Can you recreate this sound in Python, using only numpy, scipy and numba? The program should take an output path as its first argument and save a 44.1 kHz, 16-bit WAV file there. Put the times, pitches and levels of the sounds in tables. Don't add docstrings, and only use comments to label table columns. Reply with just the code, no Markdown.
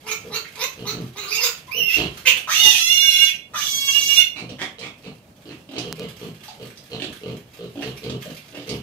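import sys
import numpy as np
from scipy import signal
from scipy.fft import rfft, irfft, next_fast_len
from scipy.io import wavfile
from scipy.ndimage import uniform_filter1d
from numba import njit

SR = 44100
rng = np.random.default_rng(int(sys.argv[2]) if len(sys.argv) > 2 else 0)


def transcribe(u):
    v = np.clip(np.atleast_2d(u).T, -1, 1)
    q = np.round(v * 32767).astype(np.int16)
    wavfile.write(sys.argv[1], SR, q)


N = 388962
TIME = np.arange(N) / SR

# (frequency [Hz], level [dB])
AIR_SPECTRUM = [(18, -86.5), (30, -21), (88, -6.5), (160, -5), (399, -15), (492, -15), (606, -13.5),
                (1020, -25.5), (15500, -41.5)]
AIR_LEVEL_DB = -51
# (time [s], level [dB])
SHUFFLE_LEVEL = [(0, -46), (1.6, -47), (2.3, -37), (3.3, -66.5), (5.4, -60.5), (6, -45), (7.5, -49.5),
                 (8.3, -42), (8.8, -49.5)]
# (frequency [Hz], width [Hz], level [dB])
PEN_MODES = [(63.4, 13, -5.5), (168.4, 8.4, 9.5)]
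# (frequency [Hz], left minus right [dB])
PORT_BALANCE = [(60, -1.5), (200, -1.1), (700, 0), (1290, 2), (2380, -12), (4400, -9), (8120, -4),
                (15000, 0)]
TOP_HZ = 15600

# (time [s], starting level [dB], ring [Hz], 60 dB decay [s])
KNOCKS_AND_FLAP = [(0.448, -26.5, 2100, 0.042), (4.495, -28, 3380, 0.031), (4.792, -28, 4820, 0.03),
                   (5.784, -14.5, 3700, 0.014), (6.48, -33.5, 3600, 0.1), (6.481, -28, 810, 0.05),
                   (7.023, -32, 3230, .019), (6.774, -23.5, 3770, 0.01), (8.04, -28, 3480, 0.022),
                   (8.097, -22, 3500, 0.022), (8.692, -18.5, 4180, 0.034)]
# (time [s], gain on a tap of peak 0.24 [dB])
TICKS = [(5.9268, 6), (5.996, -3.5)]

# (time [s], length [s], flap rate [1/s], throat level [dB], snout rasp level [dB])
CROAKS = [(5.69, 0.1, 44.4, -35, -43), (6.999, 0.054, 46, -32, -29), (7.756, 0.086, 56.5, -31.5, -42),
          (8.524, 0.11, 41, -40.5, -43.5)]
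# (mid-croak frequency [Hz], width [Hz], level [dB])
CROAK_THROAT = [(316, 124, -0.5), (610, 220, -7)]
CROAK_SNOUT = [(1950, 1200, -11), (3030, 1730, 0)]
CROAK_SNAP_S = 0.0021
CROAK_EDGE_DB, CROAK_RISE_SHARE = -5.5, 0.047

# (time [s], length [s], level [dB], main resonance [Hz], second resonance [Hz])
SNORTS_AND_NASAL_RINGS = [(4.349, 0.091, -30.5, 2410, 4020), (4.581, 0.1, -23, 1940, 3310),
                          (4.798, 0.11, -31, 2260, 3300), (5.025, 0.085, -39.5, 2490, 4000),
                          (5.492, 0.062, -38, 2580, 1850), (7.814, 0.032, -27, 2600, 1840),
                          (8.532, 0.069, -36, 2700, 2000)]
# (frequency [Hz], level [dB])
HOARSE_THROAT = [(50, -35), (200, 2), (500, -7), (1150, -6), (1650, -13), (2200, -5), (3600, -10),
                 (5500, -12.5), (14000, -36.5)]
HOARSE_RING_DB, HOARSE_SECOND_RING_DB, HOARSE_WIDTH_HZ = -3.5, -6, 710
HOARSE_RISE_SHARE = .12

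# (time [s], length [s], chest level [dB], snout rasp level [dB],
# mid-grunt throat resonance [Hz], throat level [dB])
GRUNTS = [(.235, .1, -39, -71, 444, -39.5), (.762, .12, -33, -46, 415, -41),
          (.895, .18, -27.5, -48, 384, -41), (1.735, .11, -38, -38, 464, -38.5),
          (1.954, .13, -25.5, -26, 350, -28.5), (4.391, .07, -31.5, -49, 392, -47),
          (4.479, .065, -34, -40.5, 524, -40.5), (4.775, .09, -41, -39, 472, -42),
          (5.038, .07, -34, -45.5, 440, -43), (5.443, .12, -40.5, -45, 338, -39.5),
          (5.745, .08, -32, -31, 352, -33), (5.829, .105, -30, -41.5, 443, -35.5),
          (5.972, .11, -29.5, -40, 465, -33), (6.194, .11, -30.5, -42, 400, -37.5),
          (6.589, .085, -35, -44, 447, -37.5), (6.9, .1, -32, -35.5, 432, -36),
          (7.04, .08, -36.5, -51, 354, -44), (7.206, .16, -30, -41, 430, -34),
          (7.576, .12, -33.5, -44.5, 420, -35), (7.815, .12, -31, -37.5, 428, -34.5),
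          (8.013, .17, -27, -38.5, 430, -32), (8.237, .09, -33, -44, 550, -38.5),
          (8.525, .11, -41.5, -57, 530, -42), (8.66, .12, -27, -36.5, 420, -33)]
# (time [s], length [s], level [dB])
BOOM = (1.92, 0.3, -38.5)
# (frequency [Hz], level [dB])
SOW_CHEST = [(30, -42.5), (65, -8.5), (90, -6.5), (125, 7), (175, 3), (240, 1), (330, -5.5), (450, -11.5),
             (720, -20), (1300, -27), (2200, -75)]
SOW_SNOUT = [(100, -37), (700, 10), (1200, -4.5), (1550, 0), (1900, -1.5), (2250, -0.5), (3000, 15),
             (3500, 3), (4200, 7.5), (5000, -4), (8000, -12.5), (14000, -41)]
GRUNT_PEAK_SHARE = .3
FLAP_HZ, FLAP_SAG_SHARE = 56.6, .25
CHEST_LAG_S = 0.009
THROAT_ARCH_SHARE, THROAT_FALL_SHARE, THROAT_WIDTH_HZ = .13, .1, 150
SNOUT_RING = .35

# (time [s], length [s], place of the peak [0-1], pitch at 0.7 of the way to the peak [Hz],
# level before the lift below [dB], throat re level [dB], treble re level [dB],
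# nominal whistling resonance [Hz], whistle re level [dB], nominal mouth resonance [Hz])
YELPS = [(0.03, 0.12, 0.77, 430.5, -35.5, -3, 5, 2406, 6, 2580),
         (0.295, 0.099, 0.66, 421.3, -32, -3.5, 0.5, 4290, 4, 2470),
         (0.556, 0.095, 0.94, 478.7, -28, -7.5, 2, 3970, -3.5, 2660),
         (0.841, 0.099, 0.5, 423.9, -33.5, -3, 4, 4124, 5.5, 2300),
         (1.145, 0.23, 0.21, 397.1, -37.5, -5, 0.5, 3990, 0, 2480),
         (1.231, 0.17, 0.7, 409.5, -38, -8, 9.5, 5010, 10.5, 2480),
         (1.367, 0.14, 0.53, 479.5, -27.5, -7, 6, 4910, 5, 2510),
         (2.248, 0.098, 0.166, 485.7, -11.5, -24, -8.5, 2687, -11.5, 2703)]
YELP_LIFT_DB = 3.5
# (nominal frequency [Hz], width [Hz], level [dB])
YELP_TREBLE = [(3850, 620, 7), (6400, 1070, 11), (14080, 2200, 4)]
YELP_MOUTH_WIDTH_HZ, YELP_WANDER_DB, YELP_GRAIN_DB = 1000, .5, 2.5
YELP_SCOOP_SHARE, YELP_SWEEP_SHARE, YELP_FALL_SHARE = .2, .36, .07

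# (time [s], length [s], pitch [Hz], sag [share of pitch], base level [dB],
# crescendo [dB]); the level runs from base minus two crescendos to base minus one
WHISTLES = [(1.239, 0.056, 1390, .12, -37.5, 1), (1.31, 0.086, 2800, 0.011, -19, 0),
            (1.331, 0.046, 2570, .1, -25.5, 3), (1.677, 0.023, 1123, 0.0085, -41, -7),
            (4.825, 0.056, 2245, 0.019, -44.5, 17)]
WHISTLE_EDGE_S = 0.015
SCOOP_SHARE, SCOOP_S = 0.23, 0.022
WHISTLE_DROP_SHARE, WHISTLE_DROP_S = 0.17, 0.0094

# (time [s], pitch [Hz])
SQUEAK_PITCH = [(1.705, 2050), (1.725, 2520), (1.75, 2860), (1.78, 3030), (1.8, 2790), (1.835, 2650),
                (1.872, 2790), (1.897, 2570), (1.945, 2780), (1.965, 2640), (1.985, 2350)]
# (time [s], level [dB])
SQUEAK_LEVEL = [(1.7, -36), (1.725, -27.5), (1.77, -22), (1.8, -15.5), (1.84, -22.5), (1.9, -19),
                (1.96, -18), (1.99, -38)]
# (multiple of the pitch, relative level [dB])
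SQUEAK_OVERTONES = [(1, -5.5), (2, -17), (4, -33.5), (5, -19.5)]
SQUEAK_CHOP_HZ, SQUEAK_CHOP_DEPTH, SQUEAK_BREATH_DB = 619, 0.95, -5.5

# (time [s], length [s], level at the end before push and release [dB], crescendo [dB],
# last push [dB], base treble re body [dB], treble change [dB], muffling by the half-shut mouth [dB])
SQUEALS = [(2.474, 0.83, -16.3, -0.5, 3.5, -5.5, -1.5, -9.5),
           (3.536, 0.683, -17.5, 6.5, 10.5, -5.5, -2.5, -3.5)]
SQUEAL_ATTACK_S, SQUEAL_ATTACK_DB = 0.022, 3
SQUEAL_RELEASE_S, SQUEAL_RELEASE_DB = 0.02, 18
PUSH_BEFORE_END_S, PUSH_S, PUSH_TREBLE_DB = 0.021, 0.055, -3
MOUTH_OPENS_S, SHUT_TREBLE_DB = 0.027, -5
# (time [s], spread [s], level [dB])
TREBLE_FLARE = (2.65, .05, 7)
# (time [s], pitch [Hz])
FIRST_PITCH = [(2.47, 620), (2.58, 720), (2.645, 860), (2.71, 820), (2.79, 690), (2.89, 680), (2.95, 650),
               (3.02, 638), (3.1, 627), (3.28, 620)]
SECOND_PITCH = [(3.69, 553.8), (3.89, 558), (3.946, 569), (4.05, 558), (4.135, 564), (4.165, 630),
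                (4.2, 710)]
DRIFT_SHARE = .003
# (time [s], roughness [0-1])
ROUGHNESS = [(2.55, .85), (2.58, .35), (2.64, .6), (2.71, .5), (2.785, .8), (2.805, .08), (2.88, .15),
             (2.95, .36), (3.08, .17), (3.15, .34), (3.21, .1), (3.27, .12), (3.29, .85), (3.62, .85),
             (3.69, .2), (3.74, .04), (3.93, .1), (4.05, .05), (4.115, .1), (4.15, .4), (4.195, .35),
             (4.21, .85)]
HOARSE_BREATH = .7
# (frequency [Hz], level [dB])
SQUEAL_THROAT = [(300, -66), (560, -29.5), (860, -8), (1150, -19.5), (1700, -14.5), (2200, -6),
                 (2800, -4.5), (3450, 3.5), (4500, -3), (5400, -3), (6100, 5), (6900, -5.5), (8300, -11.5),
                 (9500, -22.5), (11500, -11.5), (14300, -10), (16000, -27.5)]
# (time [s], frequency [Hz])
MOUTH = [(2.47, 930), (2.51, 1620), (2.55, 2780), (2.6, 3400), (2.67, 3860), (2.76, 3130), (3.29, 2600),
         (3.53, 950), (3.595, 1760), (3.63, 3520), (3.8, 3220), (4.0, 2630), (4.22, 2630)]
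MOUTH_WIDTH_HZ, MOUTH_DB, MOUTH_ROUGH_DB = 550, -8, 5.5
# (time [s], pitch [Hz], share of the power [0-1])
FIRST_WHISTLE = [(2.47, 1750, .25), (2.51, 2450, .15), (2.56, 2850, .5), (2.6, 2900, .7), (2.69, 2820, .45),
                 (2.76, 2480, .6), (2.8, 2690, .8), (2.87, 2730, .9), (2.93, 2870, .92), (3.0, 2800, .9),
                 (3.03, 2865, .93), (3.12, 2790, .92), (3.27, 2830, .93), (3.287, 2480, .8),
                 (3.32, 2380, .8)]
SECOND_WHISTLE = [(3.53, 1900, .4), (3.58, 1900, .2), (3.62, 1900, 0), (4.135, 2810, 0), (4.16, 2820, .75),
                  (4.2, 2860, .8), (4.215, 2500, .6), (4.24, 2400, .6)]
# (multiple of the pitch, level [dB])
WHISTLE_OVERTONES = [(1, 10.5), (2, -6), (3, -14), (4, -12), (5, -19)]
# (frequency [Hz], level [dB])
WHISTLE_THROAT = [(900, -20), (1550, -12), (2200, -3.5), (2830, 3), (3450, 4), (4200, 6), (5000, -0.5),
                  (5600, 14), (6300, 13.5), (8400, 1.5), (13000, 12)]
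CHOP_DEPTH = 2.3


def undb(db):
    return 10 ** (np.asarray(db) / 20)


def unit(x):
    return x / np.sqrt(np.mean(x ** 2))


def steady(x):
    return x / np.sqrt(uniform_filter1d(x ** 2, size=1200) + 1e-12)


def noise():
    return rng.standard_normal(N)


def walk(rate):
    knots = np.arange(N // 4) / rate
    return 1.2 * np.interp(TIME, knots, rng.standard_normal(len(knots)))


def curves(rows):
    s, *columns = np.transpose(rows)
    return [np.interp(TIME, s, column) for column in columns]


def stroke(s, length, peak_share):
    progress = np.clip((TIME - s) / length, 0, 1)
    peak = np.clip(peak_share, .1, .9)
    return progress, np.sin(np.interp(progress, [0, peak, 1], [0, np.pi / 2, np.pi]))


def colour(x, points):
    hz, db = np.transpose(points)
    length = x.shape[-1]
    size = next_fast_len(length + 4096)
    bins = np.maximum(np.fft.rfftfreq(size, 1 / SR), 1)
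    gain = undb(np.interp(np.log(bins), np.log(hz), db))
    return irfft(rfft(x, size) * gain, size)[..., :length]


@njit
def svf(x, g, k):
    y, band, low = np.empty(len(x)), 0., 0.
    for i in range(len(x)):
        v = (band + g[i] * (x[i] + 1e-18 - low)) / (1 + g[i] * (g[i] + k[i]))
        band, low, y[i] = 2 * v - band, low + 2 * g[i] * v, k[i] * v
    return y


def resonance(x, hz, width):
    hz = np.minimum(hz, .45 * SR) * np.ones(len(x))
    g, k = np.tan(np.pi * hz / SR), width / hz
    return svf(svf(x, g, k), g, k)


def folds(hz, jitter, shimmer_db, breath):
    phase = np.cumsum(hz * (1 + jitter * walk(np.mean(hz) / 2))) / SR
    at = np.interp(np.arange(1, int(phase[-1])), phase, np.arange(N))
    taps = at.astype(int)[:, None] + np.arange(-7, 9)
    offset = taps - at[:, None]
    shape = np.sinc(offset) * np.cos(np.pi * offset / 16) ** 2
    size = undb(shimmer_db * noise())[at.astype(int), None]
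    pulses = np.bincount(np.clip(taps, 0, N - 1).ravel(), (size * shape).ravel(), N)
    turbulence = noise() * np.exp(-2 * (phase % 1))
    breath = np.clip(breath, 0, 1)
    return np.sqrt(1 - breath ** 2) * unit(pulses - pulses.mean()) + breath * unit(turbulence)


def ports(pair):
    side = colour(pair[1], [(100, -20.5), (250, -13.5), (500, -11.0), (1000, 0.0)])
    return np.array([pair[0] + side, pair[0] - side]) / np.sqrt(2)


def pen(x, wet_db, lag_samples, t60=0.38, treble_t60=0.25):
    age = np.arange(int(.7 * SR)) / SR
    scatter = ports(rng.standard_normal((2, len(age))))
    low = colour(scatter, [(3000, -5.5), (12000, -73)])
    tail = low * undb(-60 * age / t60) + (scatter - low) * undb(-60 * age / treble_t60)
    tail = tail * (age > .003)
    response = undb(wet_db) * unit(tail) / np.sqrt(len(age))
    response[0, 0] += 1
    response[1] += np.sinc(age * SR - lag_samples)
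    return signal.fftconvolve(x[None], response, axes=1)[:, :N] / np.sqrt(1 + undb(2 * wet_db))


def air():
    rumble = unit(colour(ports([noise(), noise()]), AIR_SPECTRUM))
    grit = noise() * undb(9.1 * walk(300) + walk(20))
    grit_spectrum = [(500, -21.5), (3000, -7.5), (9000, -21.0), (14500, -18.5), (15500, -42.5)]
    shuffle = pen(unit(colour(grit, grit_spectrum)), wet_db=23.0, lag_samples=1.4)
    shuffle_db, = curves(SHUFFLE_LEVEL)
    return rumble * undb(AIR_LEVEL_DB + 2 * walk(23)) + shuffle * undb(shuffle_db)


def knocks_and_flap():
    out = np.zeros(N)
    age = np.arange(SR // 4) / SR
    for s, db, hz, t60 in KNOCKS_AND_FLAP:
        width = hz * min(hz / 4500, .8)
        ring = unit(resonance(rng.standard_normal(len(age)), hz, width))
        start = int(s * SR)
        out[start:start + len(age)] += (undb(db - 60 * age / t60) * ring)[:N - start]
    return out


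def ticks():
    out = np.zeros(N)
    age = np.arange(256) / SR
    tones = 0.13 * np.cos(2 * np.pi * 4500 * age) + 0.11 * np.cos(2 * np.pi * 1400 * age)
    tap = np.exp(-age / 0.00022) * tones
    for s, db in TICKS:
        start = int(s * SR)
        out[start:start + len(age)] += undb(db) * tap
    return out


def croak_ring(source, rings, rise):
    return unit(sum(undb(db) * unit(resonance(source, hz * rise, width)) for hz, width, db in rings))


def croaks():
    out = np.zeros(N)
    breath = noise()
    for s, length, flap_hz, db, rasp_db in CROAKS:
        during = (TIME >= s) & (TIME < s + length)
        age = TIME[during] - s
        progress = age / length
        flaps = np.exp(-(age % (1 / flap_hz)) / CROAK_SNAP_S)
        flaps = flaps * undb(CROAK_EDGE_DB * (2 * progress - 1) ** 2)
        rise = 1 + CROAK_RISE_SHARE * (progress - .5)
        throat = croak_ring(flaps * (1 + breath[during]), CROAK_THROAT, rise)
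        snout = croak_ring(flaps * breath[during], CROAK_SNOUT, rise)
        out[during] += undb(db) * throat + undb(rasp_db) * snout
    return out


def snorts_and_nasal_rings():
    out = np.zeros(N)
    source = folds(np.full(N, 125), .2, 4, .45)
    rattle = colour(source, HOARSE_THROAT)
    for s, length, db, ring_hz, second_hz in SNORTS_AND_NASAL_RINGS:
        progress, swell = stroke(s, length, GRUNT_PEAK_SHARE)
        during = (progress > 0) & (progress < 1)
        x = source[during]
        rise = 1 + HOARSE_RISE_SHARE * (progress[during] - GRUNT_PEAK_SHARE)
        first = undb(HOARSE_RING_DB) * unit(resonance(x, ring_hz * rise, HOARSE_WIDTH_HZ))
        second = undb(HOARSE_SECOND_RING_DB) * unit(resonance(x, second_hz * rise, HOARSE_WIDTH_HZ))
        out[during] += undb(db) * swell[during] ** 2 * unit(unit(rattle[during]) + first + second)
    return out


def sow():
    effort, chest_effort, rasp, sag = np.zeros((4, N))
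    throat_hz = np.full(N, float(GRUNTS[0][4]))
    for s, length, chest_db, rasp_db, hz, throat_db in GRUNTS:
        progress, swell = stroke(s, length, GRUNT_PEAK_SHARE)
        begun = progress > 0
        effort += undb(throat_db) * swell
        chest_effort += undb(chest_db) * stroke(s + CHEST_LAG_S, length, 0.54)[1]
        rasp += undb(rasp_db) * swell
        throat_hz[begun] = hz
        sag[begun] = progress[begun] - .5
    source = folds(FLAP_HZ * (1 - FLAP_SAG_SHARE * sag) * undb(1.2 * walk(4)), .15, 2, .35)
    chest = unit(colour(source, SOW_CHEST))
    modes = sum(undb(db) * resonance(chest, hz, width) for hz, width, db in PEN_MODES)
    chest = steady(chest + modes)
    throat_hz = throat_hz * (1 - THROAT_ARCH_SHARE * (2 * sag) ** 2 - THROAT_FALL_SHARE * sag)
    throat = steady(resonance(source, throat_hz, THROAT_WIDTH_HZ))
    wet_air = source + .25 * noise()
    mouth = undb(-19) * unit(resonance(wet_air, 1180 * (1 - .2 * sag), 450))
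    snout_ring = unit(resonance(wet_air, 2900 * undb(2.5 * walk(11)), 420))
    snout = unit(colour(wet_air, SOW_SNOUT)) + SNOUT_RING * snout_ring
    boom_s, boom_length, boom_db = BOOM
    boom_swell = stroke(boom_s, boom_length, 0.25)[1]
    boom = undb(boom_db) * boom_swell * unit(resonance(wet_air, 64, 24))
    return chest_effort * chest + effort * (throat + mouth) + rasp * snout + boom


def yelps():
    out = np.zeros(N)
    pitch = np.ones(N)
    for s, length, peak_share, hz, *_ in YELPS:
        progress = stroke(s, length, peak_share)[0]
        begun = progress > 0
        scoop = np.minimum(progress[begun], peak_share) - .7 * peak_share
        pitch[begun] = hz * (1 + YELP_SCOOP_SHARE * scoop)
    source = folds(pitch * (1 + .04 * walk(60)), .035, 3.5, .45) * undb(YELP_GRAIN_DB * walk(180))
    mouth_wander = undb(YELP_WANDER_DB * walk(70))
    treble_wander = [undb(YELP_WANDER_DB * walk(70)) for _ in YELP_TREBLE]
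    waver = 1 + .04 * walk(900) + .025 * walk(90)
    for (s, length, peak_share, hz, db, throat_db, treble_db,
         ring_hz, ring_db, mouth_hz) in YELPS:
        progress, swell = stroke(s, length, peak_share)
        during = (progress > 0) & (progress < 1)
        x, swell, progress = source[during], swell[during], progress[during]
        rise = YELP_SWEEP_SHARE * np.exp(-(progress / (.7 * peak_share)) ** 2)
        sweep = 1.04 - rise - YELP_FALL_SHARE * progress ** 4
        throat = unit(resonance(x, 1300 * sweep, 600)) + undb(-2.0) * unit(resonance(x, hz, 170))
        mouth = unit(resonance(x, mouth_hz * sweep * mouth_wander[during], YELP_MOUTH_WIDTH_HZ))
        treble = unit(sum(undb(gain_db) * resonance(x, f * sweep * wander[during], width)
                          for (f, width, gain_db), wander in zip(YELP_TREBLE, treble_wander)))
        ring_phase = 2 * np.pi * np.cumsum(ring_hz * sweep ** .3 * waver[during]) / SR
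        ring = np.sqrt(2) * np.sin(ring_phase)
        open_mouth = mouth + undb(treble_db) * treble + undb(ring_db) * ring
        cry = swell * undb(throat_db) * throat + swell ** 3.04 * open_mouth
        out[during] += undb(db + YELP_LIFT_DB) * cry
    return out


def whistles(waver=0.0064, overtone_db=-11):
    gain, pitch = np.zeros(N), np.zeros(N)
    for s, length, hz, sag, db, crescendo_db in WHISTLES:
        during = (TIME >= s) & (TIME < s + length)
        age = TIME[during] - s
        left, progress = length - age, age / length
        edges = np.minimum(np.minimum(age, left) / WHISTLE_EDGE_S, 1)
        gain[during] = undb(db - crescendo_db * (2 - progress)) * edges
        scoop = SCOOP_SHARE * np.exp(-age / min(SCOOP_S, length / 6))
        drop = WHISTLE_DROP_SHARE * np.exp(-left / WHISTLE_DROP_S)
        pitch[during] = hz * (1 - scoop - sag * progress - drop)
    phase = 2 * np.pi * np.cumsum(pitch * (1 + waver * walk(350) + .022 * walk(70))) / SR
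    tone = np.sqrt(2) * (np.sin(phase) + undb(overtone_db) * np.sin(2 * phase))
    flutter = undb(2.2 * walk(90))
    return tone * flutter * gain


def squeak():
    start, end = SQUEAK_PITCH[0][0], SQUEAK_PITCH[-1][0]
    progress, swell = stroke(start, end - start, 0.75)
    fray = progress ** 3
    hz = curves(SQUEAK_PITCH)[0] * (1 + .011 * walk(140) + (.005 + .022 * fray) * walk(700))
    phase = 2 * np.pi * np.cumsum(hz) / SR
    tone = sum(undb(db) * np.sin(k * phase) for k, db in SQUEAK_OVERTONES)
    chop_phase = 2 * np.pi * np.cumsum(SQUEAK_CHOP_HZ * (1 + 0.019 * walk(90))) / SR
    chop = np.exp(SQUEAK_CHOP_DEPTH * fray * np.cos(chop_phase))
    breath = undb(SQUEAK_BREATH_DB) * fray * unit(colour(noise(), SQUEAL_THROAT))
    flutter = undb(2.5 * walk(110))
    level = undb(curves(SQUEAK_LEVEL)[0]) * np.minimum(10 * swell, 1)
    return (steady(tone * chop) * flutter + breath) * level


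def squeal_controls():
    out = np.zeros((4, N))
    flare_s, flare_spread, flare_db = TREBLE_FLARE
    for s, length, db, crescendo_db, push_db, treble_db, treble_change_db, shut_db in SQUEALS:
        during = (TIME >= s) & (TIME < s + length)
        age = TIME[during] - s
        left, progress = length - age, age / length
        push = np.exp(-((left - PUSH_BEFORE_END_S) / PUSH_S) ** 2)
        shut = np.exp(-(age / MOUTH_OPENS_S) ** 2)
        flare = np.exp(-((TIME[during] - flare_s) / flare_spread) ** 2)
        attack_db = SQUEAL_ATTACK_DB * np.exp(-age / SQUEAL_ATTACK_S)
        release_db = SQUEAL_RELEASE_DB * np.exp(-left / SQUEAL_RELEASE_S)
        swell_db = db + crescendo_db * (progress - 1.0)
        body = undb(swell_db + push_db * push + shut_db * shut - attack_db - release_db)
        tilt_db = treble_db + treble_change_db * (progress - 1.5)
        treble = body * undb(tilt_db + SHUT_TREBLE_DB * shut + PUSH_TREBLE_DB * push + flare_db * flare)
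        out[:, during] = body, treble, 1 - .85 * shut, np.ones(len(age))
    return out


def chopped_whistle(hz, fold_hz, rough):
    tearing = (.002 + .03 * rough ** 2) * walk(130) + .04 * rough ** 4 * walk(700)
    phase = 2 * np.pi * np.cumsum(hz * (1 + tearing)) / SR
    tone = sum(undb(db) * np.sin(k * phase) for k, db in WHISTLE_OVERTONES)
    fold_phase = 2 * np.pi * np.cumsum(fold_hz) / SR
    chop = np.exp(CHOP_DEPTH * (1 - rough ** 2) * np.cos(fold_phase))
    return unit(colour(tone * chop, WHISTLE_THROAT))


def squeals():
    body_gain, treble_gain, opening, gate = squeal_controls()
    rough, = curves(ROUGHNESS)
    whistle_hz, share = curves(FIRST_WHISTLE + SECOND_WHISTLE)
    wander = DRIFT_SHARE * walk(30) + (.001 + .05 * rough ** 2) * walk(110)
    hz = curves(FIRST_PITCH + SECOND_PITCH)[0] * (1 + wander)
    source = folds(hz, .025 * rough, 3 * rough, HOARSE_BREATH * rough ** 2)
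    throat = unit(colour(source, SQUEAL_THROAT)) * opening
    mouth = steady(resonance(source, curves(MOUTH)[0], MOUTH_WIDTH_HZ))
    voice = steady(throat + undb(MOUTH_DB + MOUTH_ROUGH_DB * rough) * mouth)
    whistle = chopped_whistle(whistle_hz, hz, rough)
    voice = np.sqrt(1 - share) * voice + np.sqrt(share) * whistle
    body = colour(voice, [(3550, 0), (3850, -40)])
    flutter = undb(3.47 * walk(45))
    return gate * (steady(body) * body_gain * flutter + steady(voice - body) * treble_gain)


def scene():
    background = air() + ticks()
    others = knocks_and_flap() + croaks() + snorts_and_nasal_rings()
    others = pen(others, wet_db=5.5, lag_samples=3.65)
    grunts = pen(sow(), wet_db=3.0, lag_samples=7.7)
    cries = pen(yelps() + whistles() + squeak(), wet_db=3.5, lag_samples=2.7)
    screams = pen(squeals(), wet_db=5.5, lag_samples=3.5)
    return background + others + grunts + cries + screams


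def record(dry):
    hz, db = np.transpose(PORT_BALANCE)
    power_db = 10 * np.log10((undb(db) + undb(-db)) / 2)
    left = colour(dry[0], np.transpose([hz, db / 2 - power_db]))
    right = colour(dry[1], np.transpose([hz, -db / 2 - power_db]))
    top_cut = signal.ellip(10, .2, 80, TOP_HZ, fs=SR, output="sos")
    return signal.sosfilt(top_cut, np.tanh([left, right]))


dry = scene()
out = record(dry)
transcribe(out)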